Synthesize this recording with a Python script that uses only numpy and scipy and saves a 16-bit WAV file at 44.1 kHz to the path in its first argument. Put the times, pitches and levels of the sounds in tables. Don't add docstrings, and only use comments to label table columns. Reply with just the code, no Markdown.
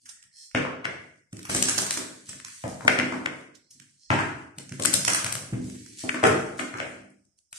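import sys
import numpy as np
from scipy import signal
from scipy.fft import rfft, irfft, next_fast_len
from scipy.io import wavfile
from scipy.ndimage import uniform_filter1d, map_coordinates

SR = 44100
rng = np.random.default_rng(int(sys.argv[2]) if len(sys.argv) > 2 else 0)


def store_wav(level_fs):
    pcm = np.round(np.clip(np.atleast_2d(level_fs), -1, 1) * 32767)
    wavfile.write(sys.argv[1], SR, pcm.T.astype(np.int16))


def gain_from_db(level_db):
    decades = np.asarray(level_db, float) / 20
    return 10 ** decades


N = 334278
SILENT_DB = -200
EDGE_MS, DULL_RING_DB = 8.65, -16
RIGHT_EARLY = 13


def unit(x):
    return x / np.sqrt(np.mean(x ** 2) + 1e-20)


def along(points, hz):
    f, v = np.transpose(points)
    return np.interp(np.log(hz + 1), np.log(f + 1), v)


def filtered(x, response):
    m = next_fast_len(x.shape[-1] + 4096)
    spectrum = rfft(x, m) * response(np.fft.rfftfreq(m, 1 / SR))
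    return irfft(spectrum, m)[..., :x.shape[-1]]


def colour(points):
    return lambda hz: unit(gain_from_db(along(points, hz)))


def modes(rows):
    def response(f):
        total = 0
        for k, (centre, width, db) in enumerate(rows):
            damping = 1j * f * width
            total = total + (-1) ** k * gain_from_db(db) * damping / (centre ** 2 - f * f + damping)
        return total
    return response


def muffled(corner_hz):
    return lambda hz: 1 / (1 + (hz / corner_hz) ** 8)


def causal(gain):
    cepstrum = irfft(np.log(gain + 1e-6))
    half = cepstrum.shape[-1] // 2
    fold = np.r_[1, np.full(half - 1, 2), 1, np.zeros(half - 1)]
    return np.exp(rfft(cepstrum * fold))


def grit(shape, spread_db, share):
    size = np.minimum(rng.exponential(1, shape), 4)
    spikes = rng.standard_normal(shape) * gain_from_db(spread_db * size)
    return unit(spikes * (rng.random(shape) < share))


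def landing(ms):
    swell = np.arange(2048) / SR / (0.00027 * np.clip(ms, .5, 45))
    return (swell * np.exp(1 - swell)) ** 2


def cluster(shape, spread_db):
    z = rfft(shape * grit(len(shape), spread_db, share=.5))
    even = irfft(z / np.abs(z) ** .75) * shape ** .3
    return unit(even) * np.sqrt(np.mean(shape ** 2))


# (frequency [Hz], level [dB])
SNAP = [(1500, -14.5), (3000, -5), (5000, -4.5), (8000, -3), (10500, -8), (13500, -19), (15500, -42.5)]


def tinted(knots_db):
    knots_hz = np.linspace(0, 16000, len(knots_db))
    return lambda hz: colour(SNAP)(hz) * gain_from_db(np.interp(hz, knots_hz, knots_db))


# (frequency [Hz], level [dB])
CLACK = [(500, -31), (900, -1.5), (1500, 4), (2200, 1), (3000, -5), (3800, -15.5), (8000, -27),
         (11000, -36), (14000, -69.5)]
# (frequency [Hz], width [Hz], level [dB])
SHEET = [(1485, 99, -9), (2120, 150, -6.5)]


def packet(tilt_db, ring_db=-30):
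    def response(hz):
        tilt = tilt_db * np.log2(np.clip(hz, 700, 3000) / 1500)
        ring = 1 + gain_from_db(ring_db) * np.abs(modes(SHEET)(hz))
        return gain_from_db(along(CLACK, hz) + tilt) * ring
    return response


def strokes(rows, attack_share=0.056):
    sag_db, release_db_per_s = 6.5, 607
    t, faces, hands = np.arange(N) / SR, np.zeros(N), np.zeros(N)
    for s, length_s, rasp_db, rumble_db in rows:
        rise = np.clip((t - s) / (attack_share * length_s), 0, 1) ** 2
        sag = sag_db * np.clip((t - s) / length_s, 0, 1)
        release = release_db_per_s * np.maximum(t - s - length_s, 0)
        press = rise * gain_from_db(rasp_db - sag - release)
        faces += press
        hands += press * gain_from_db(rumble_db)
    return faces, hands


# (start [s], length [s], rasp [dB], handling rumble re rasp [dB])
STROKES = [(0, 0.057, -53.5, -8), (0.557, 0.11, -56, -14), (0.865, 0.31, -58.5, -9),
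           (1.335, 0.24, -49, -13), (1.487, 0.096, -23, -2.5), (1.62, 0.2, -25, -7.5),
           (1.894, 0.37, -46, -5), (2.25, 0.15, -42, -19.5), (2.441, 0.39, -41, -29),
           (2.87, 0.065, -30.5, -13), (3.003, 0.42, -48, -26), (3.56, 0.035, -72, -36),
           (3.715, 0.052, -50.5, -3.5), (3.84, 0.17, -56.5, -19), (4.116, 0.31, -50, -28),
           (4.558, 0.016, -54.5, -29.5), (4.727, 0.092, -42.5, -25), (4.916, 0.029, -24.5, -25.5),
           (5.051, 0.1, -22.5, -11.5), (5.222, 0.71, -47.5, 3), (5.589, 0.88, -48, -26.5),
           (5.962, 0.19, -35, -40.5), (6.232, 0.00996, -21, -16), (6.279, 0.62, -49.5, -22),
           (6.57, 0.027, -34.5, -18), (6.778, 0.25, -54.5, 11.5), (7.09, 0.17, -66, -22),
           (7.54, 0.16, -32.5, -28)]
# (frequency [Hz], width [Hz], level [dB])
GAPS = [(1900, 630, -0.5), (4770, 1700, 1.5), (5440, 910, 4.5), (9700, 11000, -1.5)]


def slide():
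    faces, hands = strokes(STROKES)
    drift = map_coordinates(rng.standard_normal(N // 300 + 4), [np.arange(N) / 300])
    grains = grit((3, N), spread_db=6.0, share=0.14) * gain_from_db(-8.5 + 0.71 * drift)
    rasp = filtered(faces * grains[0], colour(SNAP))
    body = filtered(faces * gain_from_db(1.5) * grains[1], packet(0))
    rub = gain_from_db(-6.0) * filtered(rasp + body, lambda hz: np.abs(modes(GAPS)(hz)))
    whisking, grip = whisks(grains[0])
    rub, hands = rub + whisking, hands + grip
    desk_gain = lambda hz: gain_from_db(along(THUD, hz)) + gain_from_db(along(BOOM, hz))
    rumble = filtered(hands * gain_from_db(8.5) * grains[2], desk_gain)
    return np.array([np.roll(rub, RIGHT_EARLY), rub]) + rumble


# (start [s], length [s], rasp [dB], handling rumble re rasp [dB], top [Hz])
WHISKS = [
    (.045, 0.29, -41.5, -35, 2200),
    (0.3, 0.16, -42.5, -27.5, 13000),
    (3.694, .22, -57, -3, 2900),
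    (3.95, 0.2, -49, -26.5, 8300),
    (3.6, 0.11, -59, -16, 6500),
]
# (frequency [Hz], width [Hz], level [dB])
SINGING = [(1855, 200, 0), (2640, 200, -4), (3200, 250, -1.5), (4230, 220, 7.5), (5200, 890, 4),
           (8960, 4800, -1.5)]


def whisks(grains):
    rub, hands = np.zeros(N), np.zeros(N)
    for *row, top_hz in WHISKS:
        whisk, grip = strokes([row], attack_share=0.38)
        song = lambda hz: np.abs(modes(SINGING)(hz)) ** 1.6 * muffled(top_hz)(hz)
        rub += filtered(whisk * grains, song)
        hands += grip
    return rub, hands


# (time [s], snap [dB], clack [dB], left minus right [dB])
BRUSHES = [
    (0.054, -41.5, -59, -2),
    (0.087, -36, -58.5, -8),
    (3.546, -44.5, -89, -7.5),
    (3.704, -43, -75.5, 3),
    (3.814, -48, -64.5, 1),
    (5.53, -57, -49, 1),
    (5.744, -43.5, -63, 0.5),
    (6.0, -38.5, -63.5, -0.5),
    (7.375, -57.5, -88, -5),
]


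def brushes():
    return [(s, snap, clack, 2.5, pan, 5.5, 32, DULL_RING_DB) for s, snap, clack, pan in BRUSHES]


# (time [s], snap [dB], clack [dB], left minus right [dB])
TICKS = [(5.6986, -39, -57.5, 2), (5.8611, -37.5, -59, -3), (7.251, -58, -87, 4), (1.3916, -38, -52.5, 1.5),
         (0.226, -43, -62, -2.5), (0.237, -48, -64, 0), (7.388, -50.5, -88, -1), (6.773, -38, -62, 0),
         (1.3285, -36.5, -53, -1), (1.368, -36.5, -55.5, -4), (1.4291, -34.5, -56, 0),
         (2.3997, -39, -50, 7.5), (2.4476, -29, -45, -3), (3.799, -41, -58, -8.5),
         (4.5838, -25.5, -47, 2.5), (4.6928, -39, -55.5, -4), (4.7215, -36, -45, -2), (6.6, -31, -51, 1.5),
         (6.2702, -17.5, -32, 0), (7.102, -51, -88, -1), (7.528, -29, -47.5, 4.5), (0.513, -47, -59.5, -2),
         (2.33, -49, -49, 2), (2.483, -40.5, -49, 0)]


def ticks():
    return [(s, snap, clack, 4.5, pan, 6.5, EDGE_MS, DULL_RING_DB) for s, snap, clack, pan in TICKS]


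# (time [s], thud [dB], boom [dB])
BUMPS = [(0.241, -65, -67), (1.33, -25.5, -40), (2.288, -39.5, -49), (2.33, -45, -58.5),
         (2.398, -50.5, -63), (3.802, -47.5, -70), (4.187, -22.5, -35.5), (4.577, -32.5, -48.5),
         (4.715, -27.5, -37.5), (5.525, -17, -29), (5.545, -23.5, -32.5), (5.574, -30.5, -47),
         (5.598, -24, -54.5), (5.639, -31, -56.5), (5.688, -34.5, -59), (5.749, -50, -62.5),
         (6.269, -19.5, -29.5), (6.34, -30, -37)]


def bumps():
    return [(s, (db + 3.0, boom + 25, db - 30 + 17.0, db + 5.5, SILENT_DB), 13) for s, db, boom in BUMPS]


# (time [s], thud [dB], boom [dB], knock re thud [dB])
LANDINGS = [(.547, -17.5, -30.5, -9), (.853, -28.5, -43, -6.5), (1.493, -32, -47.5, -4),
            (1.546, -27.5, -35, -6.5), (1.68, -42.5, -53.5, 1), (1.778, -32, -36.5, -4.5),
            (1.97, -29.5, -41, -11.5), (2.638, -30, -31, 0), (2.849, -23.5, -35, -8.5),
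            (2.878, -21.5, -45, -4), (2.987, -21.5, -43, -10), (3.122, -25.5, -50.5, -16.5),
            (3.257, -33, -50.5, -4.5), (4.104, -17, -19, -8), (4.795, -27.5, -41, -7),
            (4.852, -21.5, -41, -13), (4.938, -36, -31.5, -0.5), (5.075, -31.5, -38, -1.5),
            (5.242, -31.5, -36.5, -8), (5.35, -42.5, -42.5, -1.5), (6.037, -27, -37.5, -8.5),
            (6.143, -27, -42, -7.5), (6.229, -25, -41, 4.5), (6.238, -13.5, -35.5, -7),
            (6.594, -27.5, -53, -8.5), (6.739, -33, -44, -14.5), (7.526, -70, -72, 11.5),
            (6.8, -35, -46.5, 0), (2.291, -50, -57, -6), (2.333, -49, -59, -11), (4.583, -45.5, -60, -6.5)]


def landings():
    return [(s, (db + 13.5, boom + 25, db + knock + 16.5, SILENT_DB, SILENT_DB), 8.84)
            for s, db, boom, knock in LANDINGS]


# (time [s], clack [dB], tilt, brighter when thin [dB per octave], snap [dB])
SLAPS = [(0.5488, -20.5, 2.5, -52), (0.5709, -36, -13, -46), (2.6379, -36, -2.5, -39),
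         (2.678, -46.5, -4.5, -29), (2.8073, -37, -9.5, -46.5), (2.8489, -37.5, -18.5, -30.5),
         (2.8997, -33, -6.5, -23.5), (3.1233, -29.5, -10.5, -30), (4.1032, -15, -3, -35.5),
         (4.1124, -29, -9, -25), (4.1248, -30, -22.5, -39), (4.1384, -35.5, 13.5, -37),
         (4.1892, -22, -2.5, -29.5), (4.1969, -27, -6, -27), (6.1437, -24.5, -2.5, -37),
         (6.2379, -11, -5, -15), (6.592, -30, -1, -26), (6.7393, -31.5, -6, -38),
         (6.7841, -31.5, -6.5, -32), (6.229, -24.5, -7, -39), (.65, -29.5, -9, -49),
         (6.251, -19.5, -4.5, -28), (3.271, -34.5, -1.5, -55), (.583, -33, -2, -53)]


def slaps():
    return [(s, snap, clack, tilt, 5, 1.2, EDGE_MS, DULL_RING_DB) for s, clack, tilt, snap in SLAPS]


DROP_S = [6.2385, 6.25, 6.232, 6.3, .552, .572, .65, 4.107, 2.9, 6.037, 6.144, 5.53]
DROPS = [-5, -11, -17, -20, -27, -24, -25, -24, -25, -29, -30, -30]


def drops():
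    return [(s, (SILENT_DB,) * 4 + (db + 3,), 8.84) for s, db in zip(DROP_S, DROPS)]


TAP_S = [.843, .852, 2.8788, 2.9875, 2.9984, 3.259, 6.0914, 5.0795, 4.853, 6.801, 6.594]
# (clack [dB], snap [dB], facing gain [dB], length [ms])
TAPS = [(-34, -74, -1, 14.7), (-31, -40, 8, 8), (-18, -27, 9, 10), (-25.5, -25, 5, 11), (-31.5, -43, 12, 6),
        (-32, -62, 12, 8), (-33, -42, 12, 11), (-29, -45, 6, 9.2), (-32, -45, 6, 5.3), (-31, -39, 4.5, 7.3),
        (-33.5, -43, 5.5, 10.6)]


def taps():
    return [(s, snap, clack, 4.5, 4.7, facing, ms, 8.5)
            for s, (clack, snap, facing, ms) in zip(TAP_S, TAPS)]


# (time [s], snap [dB], clack [dB], left minus right [dB], length [ms])
FLICKS = [(1.451, -28.5, -42, -1, 15), (1.4945, -24, -35.5, 4, 20), (1.5109, -25.5, -47.5, -1.5, 22),
          (1.5475, -13.5, -30, 2, 9), (1.5596, -16.5, -56, 2, 22), (1.571, -26, -49, 2, 23),
          (1.6247, -5, -33, 5.5, 6.9), (1.655, -20, -41, -2.5, 8.9), (1.6835, -13.5, -29, -4, 18),
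          (1.6957, -12, -39, -2, 3.5), (1.778, -13.5, -36.5, -4.5, 15), (1.786, -13.5, -32, -2, 10),
          (1.82, -16, -51, -1.5, 4), (1.8643, -22, -39, 0, 13), (1.9086, -9, -31.5, 1, 6),
          (1.927, -27, -54, 0.5, 5), (1.9396, -17.5, -39, 3, 8.4), (1.972, -17, -35.5, -1, 16),
          (2.287, -29.5, -53, 0.5, 26), (4.7972, -23.5, -39.5, 7.5, 10), (4.8213, -18.5, -61, 7, 14),
          (4.834, -20.5, -42, 2.5, 10), (4.852, -11, -26.5, 10, 5), (4.8562, -7, -43, 13, 8.2),
          (4.93, -21, -33.5, 6, 12), (4.9379, -6.5, -36, 7.5, 11), (4.949, -19, -40.5, 4.5, 10),
          (5.05, -12, -33, -6, 5), (5.078, -10, -24, 1, 15), (5.099, -13, -57, 2.5, 11),
          (5.123, -26, -48, 1, 6.73), (5.134, -18, -41, -8.5, 8), (5.1458, -15, -27.5, -1, 12.1),
          (5.155, -18, -42, 2.5, 16), (5.1912, -12, -56, -3, 3), (5.2455, -11, -31.5, 4, 5),
          (5.262, -23, -31.5, 0, 14), (4.8473, -21.5, -39.5, 6.5, 8), (5.324, -13, -64.5, 5, 8.1),
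          (5.353, -17.5, -35.5, 6.5, 4.5)]


def flicks():
    return [(s, snap, clack, -0.5, pan, 5 - 0.5 * np.log2(ms / EDGE_MS), ms, DULL_RING_DB)
            for s, snap, clack, pan, ms in FLICKS]


def contacts():
    tint_db, lag_samples, lag_scatter = 3, 6, 4
    out = np.zeros((3, N + SR))
    touches = flicks() + ticks() + slaps() + brushes() + taps()
    for s, snap_db, clack_db, tilt_db, pan_db, facing_db, ms, ring_db in touches:
        edges = cluster(landing(ms), spread_db=-2.5)
        chance = rng.standard_normal(9)
        snap = gain_from_db(snap_db - 16.0) * filtered(edges, tinted(tint_db * chance))
        if clack_db > snap_db - 5:
            snap = filtered(snap, muffled(9200))
        body = cluster(landing(ms), spread_db=1.5)
        clack = gain_from_db(clack_db + 7.0) * filtered(body, packet(tilt_db, ring_db))
        lag = lag_samples + lag_scatter * chance[0]
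        for side, sign in enumerate((1, -1)):
            start = round((s - .001) * SR + sign * lag)
            gain = gain_from_db(facing_db + sign * pan_db / 2)
            out[side, start:start + len(snap)] += gain * (snap + clack)
        out[2, start:start + len(snap)] += gain_from_db(-1.0) * snap + clack
    return out[:, :N]


# (frequency [Hz], level [dB])
THUD = [(60, -24), (130, -6), (200, -5.5), (260, 3), (310, 5.5), (400, -6), (550, -34), (1000, -67)]
# (frequency [Hz], level [dB])
BOOM = [(40, -44.5), (70, -11), (105, -1), (160, -7), (220, -8), (400, -62)]
# (frequency [Hz], level [dB])
KNOCK = [(250, -34), (420, 0), (650, 2), (900, -7), (1400, -15), (3000, -80.5)]
# (frequency [Hz], level [dB])
WRIST = [(70, -27.5), (112, -12.5), (145, -3), (164, -5), (185, 0), (218, -9), (255, 1), (420, -41)]
# (frequency [Hz], level [dB])
DECK = [(150, -30), (260, -4), (380, -1), (500, 0), (620, -9), (1000, -42)]


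def thuds():
    drive = np.zeros((5, N + SR))
    for s, levels_db, ms in landings() + bumps() + drops():
        push = cluster(landing(ms), spread_db=1.0)
        padded, clean = landing(5), landing(1.5)
        push = np.array([push, push, push, padded, clean])
        start = round((s - 0.0012) * SR)
        drive[:, start:start + push.shape[1]] += gain_from_db(levels_db)[:, None] * push
    hz = np.fft.rfftfreq(8192, 1 / SR)
    gains = gain_from_db([along(part, hz) for part in (THUD, BOOM, KNOCK, WRIST, DECK)])
    desk = signal.fftconvolve(drive[:, :N], irfft(causal(gains)), axes=1)[:, :N]
    near = desk.sum(0)
    far = desk[:3].sum(0) + gain_from_db(-3) * desk[4] + gain_from_db(-9.5) * desk[3]
    return np.array([np.roll(near, RIGHT_EARLY), near]), far


# (frequency [Hz], level [dB])
STANDING = [(104, -11.5), (143, -3.5), (181, -3), (199, -0.5), (251, -0.5), (308, -8.5), (377, -7.5),
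            (467, 0), (508, -6), (567, -3.5), (637, -5.5), (770, -5), (885, -11.5), (1067, -4)]
# (frequency [Hz], T60 [s])
ROOM = [(300, 0.85), (1500, 0.66), (4000, 0.59), (10000, 0.5), (14000, 0.38)]
# (frequency [Hz], correlation [0-1])
ALIKE = [(200, .92), (300, .82), (640, .25), (1400, 0)]


def room(x, size=SR // 4):
    count = N // size + 1
    hz, t, z = signal.stft(rng.standard_normal((count, 2, SR)), SR, nperseg=256)
    turn = np.arccos(np.clip(along(ALIKE, hz), -1, 1))[:, None] / 2
    mid, side = z[:, 0] * np.cos(turn), z[:, 1] * np.sin(turn)
    treble_lift = 1 / (1 + (450 / (hz[:, None] + 1)) ** 4) + 2.1
    fade = gain_from_db(-60 * t / along(ROOM, hz)[:, None]) * treble_lift
    tails = signal.istft(np.stack([mid + side, mid - side], 1) * fade, SR, nperseg=256)[1][..., :SR]
    t = np.arange(SR) / SR
    arrival = 1 - np.exp(-(t / 0.0083) ** 2)
    arrival = arrival * (1 + .5 * np.exp(-t / 0.015))
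    tails = tails * arrival / np.sqrt(np.mean(np.sum(tails ** 2, -1)))
    waves = np.zeros((2, SR))
    for f, db in STANDING:
        phase = rng.normal(0, .12 + f / 600, (2, 1)) + rng.uniform(0, 2 * np.pi)
        waves += gain_from_db(db - 60 * t / 0.7) * np.sin(2 * np.pi * f * t + phase)
    tails = tails + gain_from_db(-13.5) * waves / np.linalg.norm(waves[0])
    blocks = np.pad(x, (0, count * size - N)).reshape(count, 1, size)
    wet, out = signal.fftconvolve(blocks, tails, axes=2), np.zeros((2, N + 2 * SR))
    for k, piece in enumerate(wet):
        out[:, k * size:k * size + piece.shape[1]] += piece
    return out[:, :N]


# (frequency [Hz], level [dB])
HISS = [(35, -35.5), (60, 10), (325, -21.5), (437, -15), (4470, -11), (4900, -3.5), (8480, -7.5),
        (14000, -18.5)]


def scene():
    edges, (desk, far), rub = contacts(), thuds(), slide()
    hiss = gain_from_db(-77.0) * filtered(rng.standard_normal((2, N)), colour(HISS))
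    echo = gain_from_db(5.5) * room(edges[2] + far + rub[1])
    return edges[:2] + desk + rub + echo + hiss


# (frequency [Hz], width [Hz], level [dB])
PORTS = [
    [(8470, 1400, 5.5), (5300, 690, -20)],
    [(8040, 5700, -1.5), (5430, 1000, 12)],
]
# (frequency [Hz], level [dB])
TRIM = [(30, -13.5), (55, 0.5), (300, 0), (600, 0.5), (2500, 0.5), (5000, -1), (10000, 0.5), (13500, 1)]
# (frequency [Hz], level [dB])
TRIM_RIGHT = [(30, -17), (55, -2), (300, 1), (600, -0.5), (2500, -0.5), (5000, 0), (10000, -1),
              (13500, -4.5)]


def ports(dry):
    def response(hz):
        pairs = zip(PORTS, (TRIM, TRIM_RIGHT))
        return np.array([(1 + modes(port)(hz)) * gain_from_db(along(trim, hz)) for port, trim in pairs])
    return filtered(dry, response)


# (frequency [Hz], level [dB])
GATE = [(60, -105), (300, -76), (700, -74), (2000, -84), (3600, -90), (4600, -92.5), (8000, -91),
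        (13000, -98)]


def suppressed(x):
    hz, _, z = signal.stft(x, SR, nperseg=512)
    power = uniform_filter1d(np.abs(z) ** 2, 3, 1)
    power = np.abs(uniform_filter1d(power, 3, 2))
    noise = gain_from_db(along(GATE, hz))[:, None] ** 2
    gain = np.maximum(gain_from_db(-12), (power / (power + noise)) ** 1.2)
    return signal.istft(z * gain, nperseg=512)[1][:, :N]


# (frequency [Hz], level re neighbours [dB])
HOLES = [(1000, -12), (2500, -6), (3600, -4.5), (5000, -6), (9000, -5.5), (11000, -2), (14000, -.5)]


def masked(x, scatter_db):
    hz, _, z = signal.stft(x, SR, nperseg=2048)
    power = np.sum(np.abs(z[:, 1:]) ** 2, 0).reshape(256, 4, -1).mean(1)
    level = 10 * np.log10(power + 1e-20)
    chance = uniform_filter1d(rng.standard_normal(level.shape), 3, 1)
    chance = unit(uniform_filter1d(chance, 3, 0))
    margin = along(HOLES, hz[2::4])[:, None] + scatter_db * chance
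    keep = np.where(level < uniform_filter1d(level, 21, 0) + margin, .05, 1)
    keep[:40] = 1
    gain = np.pad(np.repeat(keep, 4, 0), ((1, 0), (0, 0)))
    return signal.istft(z * gain, nperseg=2048)[1][:, :N]


def band_limit(x):
    return signal.sosfilt(signal.butter(12, 15460, fs=SR, output="sos"), x)


def record(dry):
    x = suppressed(ports(dry))
    x = masked(x, scatter_db=5.5)
    return band_limit(np.clip(x, -1, 1))


dry = scene()
out = record(dry)
store_wav(out)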